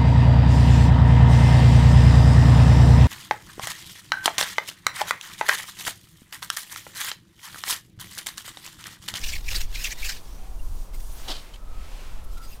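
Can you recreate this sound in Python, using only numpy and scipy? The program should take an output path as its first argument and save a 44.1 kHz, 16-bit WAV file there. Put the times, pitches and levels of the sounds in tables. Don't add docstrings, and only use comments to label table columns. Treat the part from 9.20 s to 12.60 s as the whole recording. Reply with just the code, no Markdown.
import sys
import numpy as np
from scipy import signal
from scipy.fft import rfft, irfft
from scipy.io import wavfile
from scipy.ndimage import uniform_filter1d

SR = 44100
rng = np.random.default_rng(int(sys.argv[2]) if len(sys.argv) > 2 else 0)


def convert_level_to_amplitude(level_db):
    exponent = np.asarray(level_db, float) / 20
    return 10 ** exponent


def file_out(sig):
    cols = np.atleast_2d(sig).T
    lim = np.clip(cols, -1, 1)
    pcm = np.round(lim * 32767).astype(np.int16)
    wavfile.write(sys.argv[1], SR, pcm)


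N = 149940

# (start [s], length [s], level [dB], skew [power])
TURNS = [
    (-.03, 0.27, -38, 0.84),
    (0.218, 0.26, -37.5, 0.98),
    (0.453, 0.31, -36.5, 1.52),
    (0.743, 0.28, -39, 0.84),
]
# (centre [s], length [s], grit level [dB], shaft knock level [dB], knock pitch [Hz])
BITES = [(0.046, 0.023, -39, -31.5, 2650), (0.07, 0.027, -45, -39, 2530), (0.097, 0.015, -51, -32.5, 2440),
         (0.137, 0.029, -45, -31.5, 2330), (0.162, 0.028, -41.5, -36, 2140),
         (0.288, 0.023, -60, -28.5, 2320), (0.312, 0.02, -47, -32, 2490), (0.333, 0.015, -41, -41, 2720),
         (0.361, 0.038, -32.5, -44, 1400), (.386, 0.0082, -36, -64, 2000), (0.418, 0.032, -33, -48, 2120),
         (0.558, 0.027, -44, -35.5, 2330), (0.61, 0.017, -74, -43, 1830), (0.651, 0.03, -33, -29, 2620),
         (.674, 0.024, -44, -33.5, 2130), (0.721, 0.04, -40, -37, 1990), (0.73, 0.013, -38.5, -50, 2200),
         (0.546, .012, -44, -46, 3080), (0.833, 0.019, -53, -34, 2340), (0.861, 0.047, -35, -37, 2630),
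         (0.901, 0.032, -32, -39, 1560), (0.926, 0.024, -47, -49, 1770)]
# (centre [s], length [s], level [dB], pitch [Hz])
CRUNCHES = [(0.086, 0.041, -36.5, 5650), (0.134, 0.022, -39, 7600), (0.288, 0.017, -36, 5170),
            (0.362, 0.026, -26.5, 4200), (0.367, 0.028, -32.5, 8400), (0.645, 0.024, -30, 6300),
            (0.721, 0.029, -34.5, 5960), (0.864, .03, -39, 7100), (0.892, 0.04, -35.5, 4100),
            (0.924, 0.027, -40, 4800), (0.097, .05, -36, 4700), (0.436, .03, -44, 5500)]
# (centre [s], length [s], level [dB], pitch [Hz])
BUMPS = [(0.323, 0.034, -46.5, 555.1), (.35, 0.11, -52.5, 890), (0.368, 0.055, -45.5, 326),
         (1.999, 0.018, -48.5, 1200), (2.0, .12, -52, 3889), (2.055, 0.024, -55, 4167),
         (2.103, 0.11, -39, 556), (2.1, 0.075, -41, 258), (.36, 0.057, -48.5, 187),
         (2.343, 0.027, -49.5, 3170), (2.361, .009, -48, 2590), (3.24, .04, -56, 4000)]
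# (frequency [Hz], level [dB per Hz])
GRIT_COLOUR = [(530, -12), (1000, -7.5), (1380, -4), (2690, -2), (3260, -1), (4720, -0.5), (7600, -6.5),
               (10100, -10.5), (13000, -7.5), (16000, -11.5)]

# (time [s], level [dB])
LIFT = [
    (2.03, -55),
    (2.076, -52),
    (2.083, -36.5),
    (2.122, -37.5),
    (2.132, -40.5),
    (2.165, -42.5),
    (2.25, -66),
]
# (frequency [Hz], level [dB per Hz])
LIFT_COLOUR = [(130, -10), (270, -6), (760, -5.5), (2000, -13), (2600, -13), (2950, -7.5), (3720, -1.5),
               (5300, -0.5), (6000, -10.5), (10000, -18.5), (16000, -40)]
# (time [s], peak level [dB], ring pitch [Hz])
SNAGS = [(2.0822, -30, 3330), (2.0863, -27, 3600), (2.09, -26, 3420), (2.1017, -23, 3970),
         (2.106, -20, 3750), (2.1171, -16, 3310), (2.1195, -20, 3060), (2.126, -29, 3530),
         (2.135, -28, 3370), (2.148, -33, 3300), (2.156, -32, 3300), (2.163, -40, 3500),
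         (2.3415, -40, 3100), (2.359, -41, 3000), (3.178, -40, 3800)]

# (start [s], length [s], level [dB], skew [power])
SLIDES = [
    (0.975, 0.78, -58, 0.24),
    (1.174, 0.53, -55, 3),
    (1.753, 0.54, -50, 0.54),
]
# (frequency [Hz], level [dB per Hz])
SKIN_COLOUR = [(1410, -38), (2400, -19), (2890, -12), (5320, -11), (5890, -9), (16000, -17.5)]
# (centre [s], length [s], level [dB])
GRIPS = [(1.748, 0.055, -50.5), (1.804, 0.02, -50), (1.626, .07, -63.5), (2.357, 0.046, -62),
         (3.047, 0.025, -61), (3.147, 0.24, -57), (3.18, 0.024, -56), (3.244, 0.098, -54),
         (3.301, 0.11, -56.5), (3.345, 0.14, -56)]
# (frequency [Hz], level [dB per Hz])
FINGER_COLOUR = [(1060, -34), (1800, -7), (4900, -6), (5660, -10.5), (16000, -15.5)]
# (frequency [Hz], width [Hz], level [dB])
SHAFT_MODES = [(2800, 300, -16), (4850, 160, -6), (5800, 200, -4), (6800, 180, -1), (8200, 180, 0),
               (9550, 200, -1), (10900, 200, 1), (12250, 200, 1), (13700, 240, -1), (15100, 240, -2)]
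# (start [s], length [s], level [dB], skew [power])
BRUSHES = [
    (1.02, 0.32, -58, 1.5),
    (1.902, 0.53, -49.5, 0.74),
    (2.404, 0.69, -49.5, 1.2),
]
# (frequency [Hz], level [dB per Hz])
CLOTH_COLOUR = [(290, -52), (500, -4), (1930, -7), (2460, -5.5), (12000, -19.5), (16000, -23)]
# (centre [s], length [s], pitch [Hz], level
# [dB])
SQUEAKS = [(1.27, 0.32, 760, -57.5), (2.54, 0.54, 1280, -57.5), (3.09, 0.41, 1330, -61.5),
           (3.18, 0.044, 1340, -51), (3.22, 0.077, 1340, -47), (3.27, 0.1, 1330, -58),
           (3.13, 0.054, 5200, -65), (3.13, .06, 7600, -61.5), (3.14, .06, 11800, -59),
           (3.243, 0.079, 4860, -54.5), (3.28, .05, 4860, -61), (3.328, 0.048, 2680, -52),
           (3.335, 0.05, 4860, -55.5), (.59, 0.081, 2550, -46), (0.79, 0.075, 1940, -50),
           (.848, 0.046, 2620, -36), (.9, 0.021, 1640, -40), (0.274, 0.055, 2600, -49),
           (1.745, 0.032, 12200, -55), (1.748, .02, 8100, -54), (1.745, 0.023, 2100, -56),
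           (1.4, .02, 2800, -55), (1.803, .016, 13700, -56), (1.828, .05, 11000, -57),
           (1.84, .03, 8300, -58), (1.93, 0.083, 9700, -56), (2.1, .12, 13000, -56),
           (2.346, .025, 3100, -46), (2.345, .015, 8900, -59), (2.352, .03, 6900, -64),
           (2.35, .03, 11600, -63), (3.047, .025, 13000, -59), (3.045, .025, 10200, -62),
           (3.045, .025, 9400, -62), (3.14, 0.055, 3200, -64), (3.182, .015, 4000, -57),
           (3.245, .06, 8100, -58), (3.29, 0.064, 6500, -57), (3.32, .07, 11600, -63),
           (3.35, .08, 8900, -61), (3.295, .03, 13200, -59)]

# (time [s], level [dB])
GUSTS = [(0.0, -26.5), (.45, -25), (.66, -33.5), (.78, -30.5), (1.0, -35), (1.2, -31), (1.33, -31),
         (1.5, -25), (1.66, -32.5), (1.78, -28.5), (2.0, -33), (2.1, -32), (2.27, -40.5), (2.6, -27),
         (2.73, -34), (2.96, -30.5), (3.11, -28.5), (3.4, -38)]
# (frequency [Hz], level [dB per Hz])
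WIND_COLOUR = [(7.1, 14), (12, 1), (30, 1.5), (140, -30.5), (200, -43.5), (260, -42), (440, -120)]
# (frequency [Hz], level [dB per Hz])
HUM_COLOUR = [(59, -15), (100, 2), (497, -6), (1020, -7), (1290, -11.5), (1900, -19), (8000, -23.5),
              (16000, -28)]


def drill():
    push = grains(4000, 2.5)
    return crushed_grit(push) + shaft_knocks(push) + crunches(push) + bumps(push)


def crushed_grit(push):
    dust_hz, dust_db = 8300, 0
    residue_db = -57.5
    turn = sum(convert_level_to_amplitude(db) * stroke(s, length, skew) ** 1.57 for s, length, db, skew in TURNS)
    turn = turn + convert_level_to_amplitude(residue_db) * stroke(-0.24, 1.4, 1.5) ** 0.25
    bite = sum(convert_level_to_amplitude(db) * bite_shape(s, length) for s, length, db, _, _ in BITES)

    sand = grains(4000, 2.5)
    patches = np.zeros(N)
    for k, hz in enumerate(np.geomspace(1700, 9000, 16)):
        patches += (-1) ** k * convert_level_to_amplitude(3 * drift(70)) * resonate(sand, hz, hz / 11)

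    low_pass = signal.butter(4, dust_hz, "low", fs=SR, output="sos")
    high_pass = signal.butter(4, dust_hz, "high", fs=SR, output="sos")
    grit = signal.sosfilt(low_pass, colour(0.89 * push + rms_one(patches), GRIT_COLOUR))
    grit = grit * convert_level_to_amplitude(2.7 * drift(180))
    dust = signal.sosfilt(high_pass, colour(rng.standard_normal(N), GRIT_COLOUR))
    dust = dust * convert_level_to_amplitude(dust_db + drift(58.6))
    return (turn + bite) * grit + (turn + convert_level_to_amplitude(-6.5) * bite) * dust


def bite_shape(centre, length):
    rise_share = 0.13
    u = (np.arange(N) / SR - centre) / length + 0.33
    u = np.where(u < 0, u / rise_share, u)
    return np.cos(np.pi / 2 * np.clip(u, -1, 1)) ** 2


def shaft_knocks(push):
    width_hz = 344
    out = np.zeros(N)
    for s, length, _, db, hz in BITES:
        a, b = int((s - 0.04) * SR), int((s + 0.04) * SR)
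        ring = resonate(resonate(push[a:b], hz, 2.5 * width_hz), hz, width_hz)
        out[a:b] += convert_level_to_amplitude(db) * swell(s, 1.02 * length)[a:b] * rms_one(ring)
    return out


def crunches(push):
    out = np.zeros(N)
    for s, length, db, hz in CRUNCHES:
        burst = resonate(resonate(push, hz, hz / 2), hz, hz / 6)
        out += convert_level_to_amplitude(db) * swell(s, length) * rms_one(burst)
    return out


def bumps(push):
    out = np.zeros(N)
    for s, length, db, hz in BUMPS:
        thud = resonate(resonate(push, hz, 3 * hz), hz, 0.61 * hz)
        out += convert_level_to_amplitude(db) * swell(s, length) * rms_one(thud)
    return out


def lift():
    slips_per_s = 290
    slip_count = np.floor(np.cumsum(slips_per_s * convert_level_to_amplitude(3.0 * drift(200))) / SR)
    beats = np.diff(slip_count, prepend=0)
    jerks = beats * convert_level_to_amplitude(1.4 * rng.standard_normal(N)) * rng.choice([-1, 1], N)
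    slips = rms_one(jerks) + 1.7 * grains(4600, 3.2)
    ring = rms_one(resonate(slips, 3000, 340) - resonate(slips, 5000, 870))
    body = colour(slips, LIFT_COLOUR) + 0.5 * ring
    scrape = curve(LIFT) * convert_level_to_amplitude(2.0 + 1.4 * drift(120)) * rms_one(body)
    return scrape + snags()


def snags():
    t60_s = 0.0098
    out = np.zeros(N)
    t = np.arange(SR // 20) / SR
    for s, db, hz in SNAGS:
        rattle = 0.5 * resonate(rng.standard_normal(len(t)), hz, hz)
        ring = np.sin(2 * np.pi * hz * t) + 0.69 * np.sin(2 * np.pi * 1.37 * hz * t) + rattle
        decay = convert_level_to_amplitude(db - 4 - 60 * t / t60_s) * np.minimum(t * 2500, 1)
        out[int(s * SR):int(s * SR) + len(t)] += decay * ring
    return out


def hands():
    shaft_slide_db, shaft_grip_db = 0, -4
    white = rng.standard_normal(N)
    shaft = np.zeros(N)
    for k, (hz, width_hz, db) in enumerate(SHAFT_MODES):
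        shaft += (-1) ** k * convert_level_to_amplitude(db + 2.5 * drift(20)) * resonate(white, hz, width_hz)
    shaft = rms_one(shaft)

    slide = sum(convert_level_to_amplitude(db) * stroke(s, length, skew) ** 0.79 for s, length, db, skew in SLIDES)
    slide = slide * convert_level_to_amplitude(1.1 * drift(59.6) - 3.5)
    slide = slide * (colour(rng.standard_normal(N), SKIN_COLOUR) + convert_level_to_amplitude(shaft_slide_db) * shaft)
    grip = sum(convert_level_to_amplitude(db) * swell(s, length) for s, length, db in GRIPS)
    grip = grip * (colour(grains(6000, 2.5), FINGER_COLOUR) + convert_level_to_amplitude(shaft_grip_db) * shaft)
    return slide + grip + squeaks() + whistle(white)


def squeaks():
    width_share, evenness = 0.03, 0.45
    out, hiss = np.zeros(N), rng.standard_normal(N)
    for s, length, hz, db in SQUEAKS:
        a, b = int((s - length / 2 - 0.02) * SR), min(N, int((s + length / 2) * SR))
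        width_hz = width_share * hz + 40
        tone = resonate(resonate(hiss[a:b], hz, width_hz), hz, width_hz)
        tone = tone / np.abs(signal.hilbert(tone)) ** evenness
        out[a:b] += convert_level_to_amplitude(db) * swell(s, length)[a:b] * rms_one(tone)
    return out


def whistle(white):
    start, end = 1.04, 1.26
    low_hz, high_hz, level_db = 5000, 6100, -57
    band = rms_one(uniform_filter1d(white, size=70))
    glide_hz = np.interp(np.arange(N) / SR, [start, (start + end) / 2, end],
                         [low_hz, high_hz * 0.97, high_hz])
    tone = np.sin(2 * np.pi * np.cumsum(glide_hz) / SR)
    return convert_level_to_amplitude(level_db) * stroke(start, end - start, 0.65) * band * tone


def sleeve():
    brush = sum(convert_level_to_amplitude(db) * stroke(s, length, skew) for s, length, db, skew in BRUSHES)
    return brush * colour(rng.standard_normal(N), CLOTH_COLOUR) * convert_level_to_amplitude(0.19 * drift(23.7))


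def wind():
    rumble = colour(rng.standard_normal(N), WIND_COLOUR)
    rumble = rumble / (uniform_filter1d(rumble ** 2, size=SR // 8) ** 0.097 + 0.063)
    return curve(GUSTS) * rms_one(rumble)


def distant_hum():
    return convert_level_to_amplitude(-52 + 0.5 * drift(3.54)) * colour(rng.standard_normal(N), HUM_COLOUR)


def rms_one(x):
    return x / np.sqrt(np.mean(x ** 2) + 1e-20)


def curve(rows):
    s, db = np.transpose(rows)
    return convert_level_to_amplitude(np.interp(np.arange(N) / SR, s, db, left=-200, right=-200))


def swell(centre, length):
    return np.cos(np.pi * np.clip((np.arange(N) / SR - centre) / length, -.5, .5)) ** 2


def stroke(start, length, skew):
    return np.sin(np.pi * np.clip((np.arange(N) / SR - start) / length, 0, 1) ** skew)


def drift(rate):
    knots = rng.standard_normal(int(N / SR * 400) + 2)
    return np.interp(np.arange(N) / SR * rate, np.arange(len(knots)), knots)


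def colour(x, spectrum):
    hz, db = np.transpose(spectrum)
    log_f = np.log(np.arange(N // 2 + 1) * SR / N + 1)
    gain = convert_level_to_amplitude(np.interp(log_f, np.log(hz), db, left=-90, right=-90))
    return rms_one(irfft(rfft(x) * gain, N))


def resonate(x, hz, width_hz):
    r = np.exp(-np.pi * width_hz / SR)
    feedback = [1, -2 * r * np.cos(2 * np.pi * hz / SR), r * r]
    return signal.lfilter([(1 - r * r) / 2, 0, (r * r - 1) / 2], feedback, x)


def grains(rate, spread_db):
    sizes = convert_level_to_amplitude(spread_db * np.minimum(rng.exponential(1, N), 4.5)) * rng.choice([-1, 1], N)
    clicks = rms_one(sizes * (rng.random(N) < rate / SR))
    return rms_one(clicks + 0.95 * rng.standard_normal(N))


def scene():
    return (drill() + lift() + hands() + sleeve() + wind() + distant_hum())[None]


def top_cut(x):
    return signal.sosfilt(signal.butter(12, 15780, fs=SR, output="sos"), x)


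def record(dry):
    return top_cut(dry)


dry = scene()
out = record(dry)
file_out(out)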